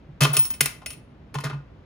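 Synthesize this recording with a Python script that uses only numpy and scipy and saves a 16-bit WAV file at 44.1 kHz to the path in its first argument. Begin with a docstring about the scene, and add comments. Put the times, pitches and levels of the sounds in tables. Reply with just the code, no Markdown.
"""A hand works a cast-iron mechanical bank on a table in a quiet room, heard by a close stereo microphone.
A low hush of filtered noise lasts throughout; the table hums at each push, a swelling and dying sine.
The lever clatters down: bursts of noise shake the dying tones of the iron.
A coin falls, bounces and rings inside: high dying sines, with knocks on the iron made like the clatter.
At last the lever clatters back while the table hums again."""
import sys
import numpy as np
from scipy import signal
from scipy.fft import rfft, irfft, next_fast_len
from scipy.io import wavfile
from scipy.ndimage import map_coordinates

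SR = 44100
rng = np.random.default_rng(int(sys.argv[2]) if len(sys.argv) > 2 else 0)


def field_ratio(decibels):
    """Amplitude ratio for a level in dB (20 dB per decade); scalars and array-likes work."""
    return 10 ** (np.asarray(decibels, dtype=float) / 20)


def persist_wave(psi):
    """Save psi, clipped to +-1, as 16-bit WAV."""
    counts = np.round(np.clip(psi, -1, 1) * 32767).astype(np.int16)
    wavfile.write(sys.argv[1], SR, np.atleast_2d(counts).T)


N = 81585  # length of the scene in samples


def along(points, hz):
    """Read a curve of (frequency, value) points, with frequency on a log axis."""
    f, v = np.transpose(points)
    return np.interp(np.log(hz + 1), np.log(f + 1), v)


def filtered(x, response):
    """Shape the spectrum of x by a response that is a function of frequency."""
    n = x.shape[-1]
    m = next_fast_len(n + 4096)
    spectrum = rfft(x, m) * response(np.fft.rfftfreq(m, 1 / SR))
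    return irfft(spectrum, m)[..., :n]


def add(track, s, x):
    """Mix x into the track at s seconds."""
    i = round(s * SR)
    track[..., i:i + x.shape[-1]] += x


# colour of the room's hush: (frequency [Hz], relative level [dB])
AIR_COLOUR = [(25, -42), (55, 2.5), (85, -8), (120, -4.5), (240, -11), (500, -19), (1200, -28), (3000, -37),
              (11000, -64.5)]
# how alike the hush is on left and right: (frequency [Hz], likeness [0 to 1])
AIR_ALIKE = [(60, 1), (700, 0.09), (5000, 0.12)]
AIR_DB = -48


def air():
    """The room's low hush: steady noise, nearly the same on both sides in the bass and wide above it."""
    def mid_and_side(hz):
        angle = np.arccos(np.clip(along(AIR_ALIKE, hz), -1, 1)) / 2
        return field_ratio(along(AIR_COLOUR, hz)) * [np.cos(angle), np.sin(angle)]

    mid, side = filtered(rng.standard_normal((2, N)), mid_and_side)
    return field_ratio(AIR_DB) * np.array([mid + side, mid - side]) / np.std(mid)


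# the table humming after pushes: (time [s], peak level [dB], time to reach the peak [s])
TABLE_HUMS = [(0.083, -36, 0.013), (0.2127, -11, 0.018), (0.289, -22, 0.02), (0.376, -24.5, 0.013),
              (0.609, -27, 0.019), (1.353, -24, 0.019), (1.446, -22.5, 0.014), (1.487, -35.5, 0.016),
              (1.523, -26.5, 0.026)]
TABLE_HZ = 141.26  # lowest mode of the table top
SWELL = 1.36  # power that sharpens the swell


def table():
    """The table top swells and dies at its lowest mode after each push."""
    out, t = np.zeros(N + SR), np.arange(SR // 3) / SR
    for s, db, rise in TABLE_HUMS:
        u = t / rise
        swell = (u * np.exp(1 - u)) ** SWELL
        add(out, s, field_ratio(db) * swell * np.sin(2 * np.pi * TABLE_HZ * t))
    return out[:N]


# how long the room's tail takes to fall by 60 dB: (frequency [Hz], time [s])
ROOM_T60 = [(300, 0.43), (15000, 0.23)]


def in_room(x, wet_db):
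    """The stereo sound plus a fresh tail of the room: noise whose treble dies sooner than its bass."""
    hz, t, z = signal.stft(rng.standard_normal((2, SR // 2)), SR, nperseg=256)
    fading = z * field_ratio(-60 * t / along(ROOM_T60, hz)[:, None])
    tail = signal.istft(fading, SR, nperseg=256)[1]
    tail = tail / np.linalg.norm(tail[0])
    late = np.pad(x, ((0, 0), (200, 0)))  # the tail starts 200 samples after the sound
    wet = field_ratio(wet_db) * signal.fftconvolve(late, tail, axes=1)
    add(wet, 0, x)
    return wet


# tones of the cast iron: (frequency [Hz], level [dB])
IRON_MODES = [(248, -1.5), (420, -2.5), (636, -3), (1050, -3), (1209, -0.5), (1438, -0.5), (1850, -8.5),
              (2075, -3.5), (2597, 2.5), (3115, -1.5), (4200, -5), (5500, -0.5), (10375, 0)]
# time for a freely ringing iron tone to fall by 60 dB: (frequency [Hz], time [s])
IRON_T60 = [(1100, .05), (2600, 0.073), (4200, .14), (5500, .03)]
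# colour of the broad noise of a contact: (frequency [Hz], level [dB])
CRACK_COLOUR = [(100, -41.5), (400, 5.5), (1200, 3.5), (3000, 7), (6000, 4), (10000, 7), (12000, -1),
                (15500, 2.5)]
RISE, DIE_AWAY = 0.12, 1  # rise and fade times as shares of the rattle length
SPIKY_DB = 2.5  # random roughness of the rattle
APART = 0.64  # how unlike left and right are
MODES_DB = 4.5  # iron tones against crack
DETUNE = 0.018  # random phase step of the rough casting's tones [radians a sample]
BODY_OCTAVES, TREBLE_HZ = 0.23, 5790  # width of the body peak; middle of the treble slope
IRON_ROOM_DB = -7


def iron(rows, freedom=1):
    """A contact is a rattle of tiny blows: a broad crack plus the casting's tones, fullest where struck."""
    out, t = np.zeros((2, N + 2 * SR)), np.arange(SR // 5) / SR
    hz, level = np.transpose(IRON_MODES)[..., None]
    t60 = freedom * along(IRON_T60, hz)
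    energy_decay = field_ratio(-120 * t / t60) / (t60 * SR)
    for s, db, length, body_hz, body_db, treble_db in rows:
        attack = (1 - np.exp(-t / (RISE * length))) ** 2
        fade = np.exp(-np.maximum(t - length, 0) / (DIE_AWAY * length) - t / length)
        blows = np.repeat(rng.standard_normal(len(t)), 50)[:len(t)]  # a new strength every 50 samples
        rattle = attack * fade * field_ratio(SPIKY_DB * blows)
        rattle = rattle / np.sqrt(np.sum(rattle ** 2) / (length * SR))

        noise = rng.standard_normal((3, len(t)))
        stereo_noise = noise[0] + APART * noise[1:]
        crack = filtered(rattle * stereo_noise, lambda f: field_ratio(along(CRACK_COLOUR, f)))

        # the rattle feeds each tone, which holds the energy for a while
        energy = signal.fftconvolve(rattle[None] ** 2, energy_decay, axes=1)[:, :len(t)]
        stored = np.sqrt(abs(energy))
        start = rng.uniform(0, 2 * np.pi, hz.shape)
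        stray = np.cumsum(DETUNE * rng.standard_normal((len(hz), len(t))), axis=1)
        side_phase = APART * rng.standard_normal((2, len(hz), 1))
        phase = 2 * np.pi * hz * t + start + stray + side_phase
        strength = field_ratio(MODES_DB + level + 1.9 * rng.standard_normal(hz.shape))
        ring = np.sum(strength * stored * np.sin(phase), axis=1)

        def colour(f):
            octaves_off = np.log2((f + 1) / body_hz)
            body = body_db * np.exp(-(octaves_off / BODY_OCTAVES) ** 2 / 2)
            treble = treble_db / (1 + (TREBLE_HZ / (f + 1)) ** 2)
            return field_ratio(body + treble)

        # 256 samples of lead-in leave room for the filter to spread backwards
        hit = filtered(np.pad(field_ratio(db) * (crack + ring), ((0, 0), (256, 0))), colour)
        add(out, s - 256 / SR, in_room(hit, IRON_ROOM_DB))
    return out[:, :N]


# iron parts striking:
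# (time [s], level [dB], rattle length [s], body frequency [Hz], body boost [dB], treble boost [dB])
CLANKS = [(.2055, -25.5, 0.014, 1046, 13.5, -2.5), (.217, -23.5, 0.017, 2770, 3.5, -5.5),
          (.232, -23, 0.0075, 2800, -5.5, -0.5), (.2425, -22.5, 0.012, 1380, -5, -13),
          (.249, -19, 0.0063, 1150, 9.5, -18), (.263, -27, 0.0099, 1100, 6, -61),
          (.6065, -22.5, 0.0068, 2000, 8, 10.5), (.657, -28, 0.0049, 2080, 9.5, 7),
          (.815, -51.5, 0.017, 870, 20, -25), (1.341, -36.5, 0.0079, 3090, -6, -11),
          (1.351, -32, 0.0078, 926, 14.5, -22.5), (1.384, -34.5, 0.0078, 970, 11.5, -19),
          (1.402, -39.5, 0.0097, 2530, -1, -12), (1.436, -30, 0.021, 2910, -6.5, -18.5),
          (1.457, -33, 0.015, 1430, 8, -41), (1.496, -36, 0.012, 1430, 1, -33),
          (1.506, -35, 0.0091, 1350, 6, -53), (1.530, -44, 0.011, 950, 15.5, -34)]


def lever_clatter():
    """Iron strikes iron; the parts press on each other, so their tones die sooner than when free."""
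    return iron(CLANKS, freedom=0.62)  # share of the free ringing time that is left


def ringing(modes, t, scatter_db):
    """Dying sines, struck a little differently each time."""
    total = 0
    for hz, db, t60 in modes:
        level = db + scatter_db * rng.standard_normal() - 60 * t / t60
        total = total + field_ratio(level) * np.sin(2 * np.pi * hz * t)
    return total


# the coin set ringing: (time [s], low tone level [dB], middle pair level [dB], top pair level [dB])
COIN_TOUCHES = [(0.331, -52.5, -31, -15), (.368, -31.5, -17.5, -18.5), (0.391, -35.5, -19.5, -7),
                (.428, -34.5, -33, -18.5), (.45, -34, -31.5, -24.5), (.502, -48, -45, -18.5),
                (.537, -40.5, -42.5, -32.5), (.607, -52.5, -33.5, -44.5), (0.863, -35.5, -33, -51.5),
                (.905, -52, -35, -56)]
# coin tones in three families, low, middle pair and top pair:
# (frequency [Hz], level [dB], time to fall by 60 dB [s])
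COIN_MODES = [
    [(5440, 0, .08)],
    [(9390, 0, .23), (9130, -6, .2)],
    [(15685, 0, .18), (15535, -14, .15)],
]
TOUCH_S = 0.0013  # how fast a touch starts and stops the ring
WOBBLE_DB, WOBBLES_PER_S = 3, 40  # the tumbling disc turns towards and away
COIN_ROOM_DB = -12


def coin_ringing():
    """Each touch stops the disc's ring and sets its three families going anew; they waver as it tumbles."""
    out, t = np.zeros((2, N + 2 * SR)), np.arange(SR // 2) / SR

    def waver():
        smooth = map_coordinates(rng.standard_normal(100), [np.minimum(t * WOBBLES_PER_S, 99)])
        return field_ratio(WOBBLE_DB * smooth)

    times = [row[0] for row in COIN_TOUCHES]
    free_times = np.diff(times, append=N / SR)  # seconds until the next touch
    for (s, *levels), free_s in zip(COIN_TOUCHES, free_times):
        ring = sum(field_ratio(db) * waver() * ringing(family, t, scatter_db=1)
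                   for db, family in zip(levels, COIN_MODES))
        begin = 1 - np.exp(-t / TOUCH_S)
        stop = np.exp(-np.maximum(t - free_s, 0) / TOUCH_S)
        add(out, s, in_room(np.tile(ring * begin * stop, (2, 1)), COIN_ROOM_DB))
    return out[:, :N]


# the coin knocking the iron:
# (time [s], level [dB], rattle length [s], body frequency [Hz], body boost [dB], treble boost [dB])
KNOCKS = [(0.3313, -33.5, 0.023, 685, 5, -7.5), (0.3667, -26.5, 0.0065, 2860, 7, 12),
          (0.39, -35, 0.0047, 2700, -28, 9.5), (0.446, -48.5, 0.022, 1203, 10, 12.5),
          (0.501, -45.5, 0.012, 1020, 5.5, 14), (0.535, -47.5, 0.015, 2520, 3.5, -7),
          (0.86, -37.5, 0.0054, 2450, 8.5, 7.5), (0.903, -46, 0.0086, 2750, 8, 6),
          (0.927, -57.5, 0.012, 2480, 10.5, 10.5)]


def coin_knocks():
    """The coin knocks the iron, whose tones then ring freely."""
    return iron(KNOCKS)


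def scene():
    """Lever, coin, table and room together."""
    return lever_clatter() + coin_knocks() + coin_ringing() + table() + air()


def roll_off(x):
    """The treble ends steeply here."""
    return signal.sosfilt(signal.butter(12, 16990, fs=SR, output="sos"), x)


# share of the sound common to both sides: (frequency [Hz], share [0 to 1])
COMMON = [(200, 0.62), (600, 0.294), (5000, 0.1), (7500, 0.6)]
# left side louder than right: (frequency [Hz], level difference [dB])
LEFT_LOUDER = [(100, 0), (400, -3), (1000, 0.8), (4500, 3), (5500, 6), (8000, 1)]
# left side ahead of right, negative when late: (frequency [Hz], phase lead [radians])
LEFT_LEAD = [(0, 0), (1000, .8), (1900, -.1), (3000, 1.1), (5800, 1.), (6500, 0), (15500, -15.55),
             (17000, -15.6)]
TOP_HZ = 15850  # the sound ends steeply above this


def record(dry):
    """The microphone pair: bass and treble more common to both sides, the high treble late on the left."""
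    def share(hz):
        return np.clip(along(COMMON, hz), 0, 1)

    both = filtered(dry, lambda hz: 1 - share(hz)) + filtered(dry.mean(axis=0), share)
    f, lead = np.transpose(LEFT_LEAD)
    half = np.array([[1], [-1]]) / 2  # each side takes half of a difference

    def microphones(hz):
        level = field_ratio(half * along(LEFT_LOUDER, hz))
        steep_top = 1 / np.sqrt(1 + (hz / TOP_HZ) ** 400)
        return level * steep_top * np.exp(1j * half * np.interp(hz, f, lead))

    return roll_off(filtered(both, microphones))


dry = scene()
out = record(dry)
persist_wave(out)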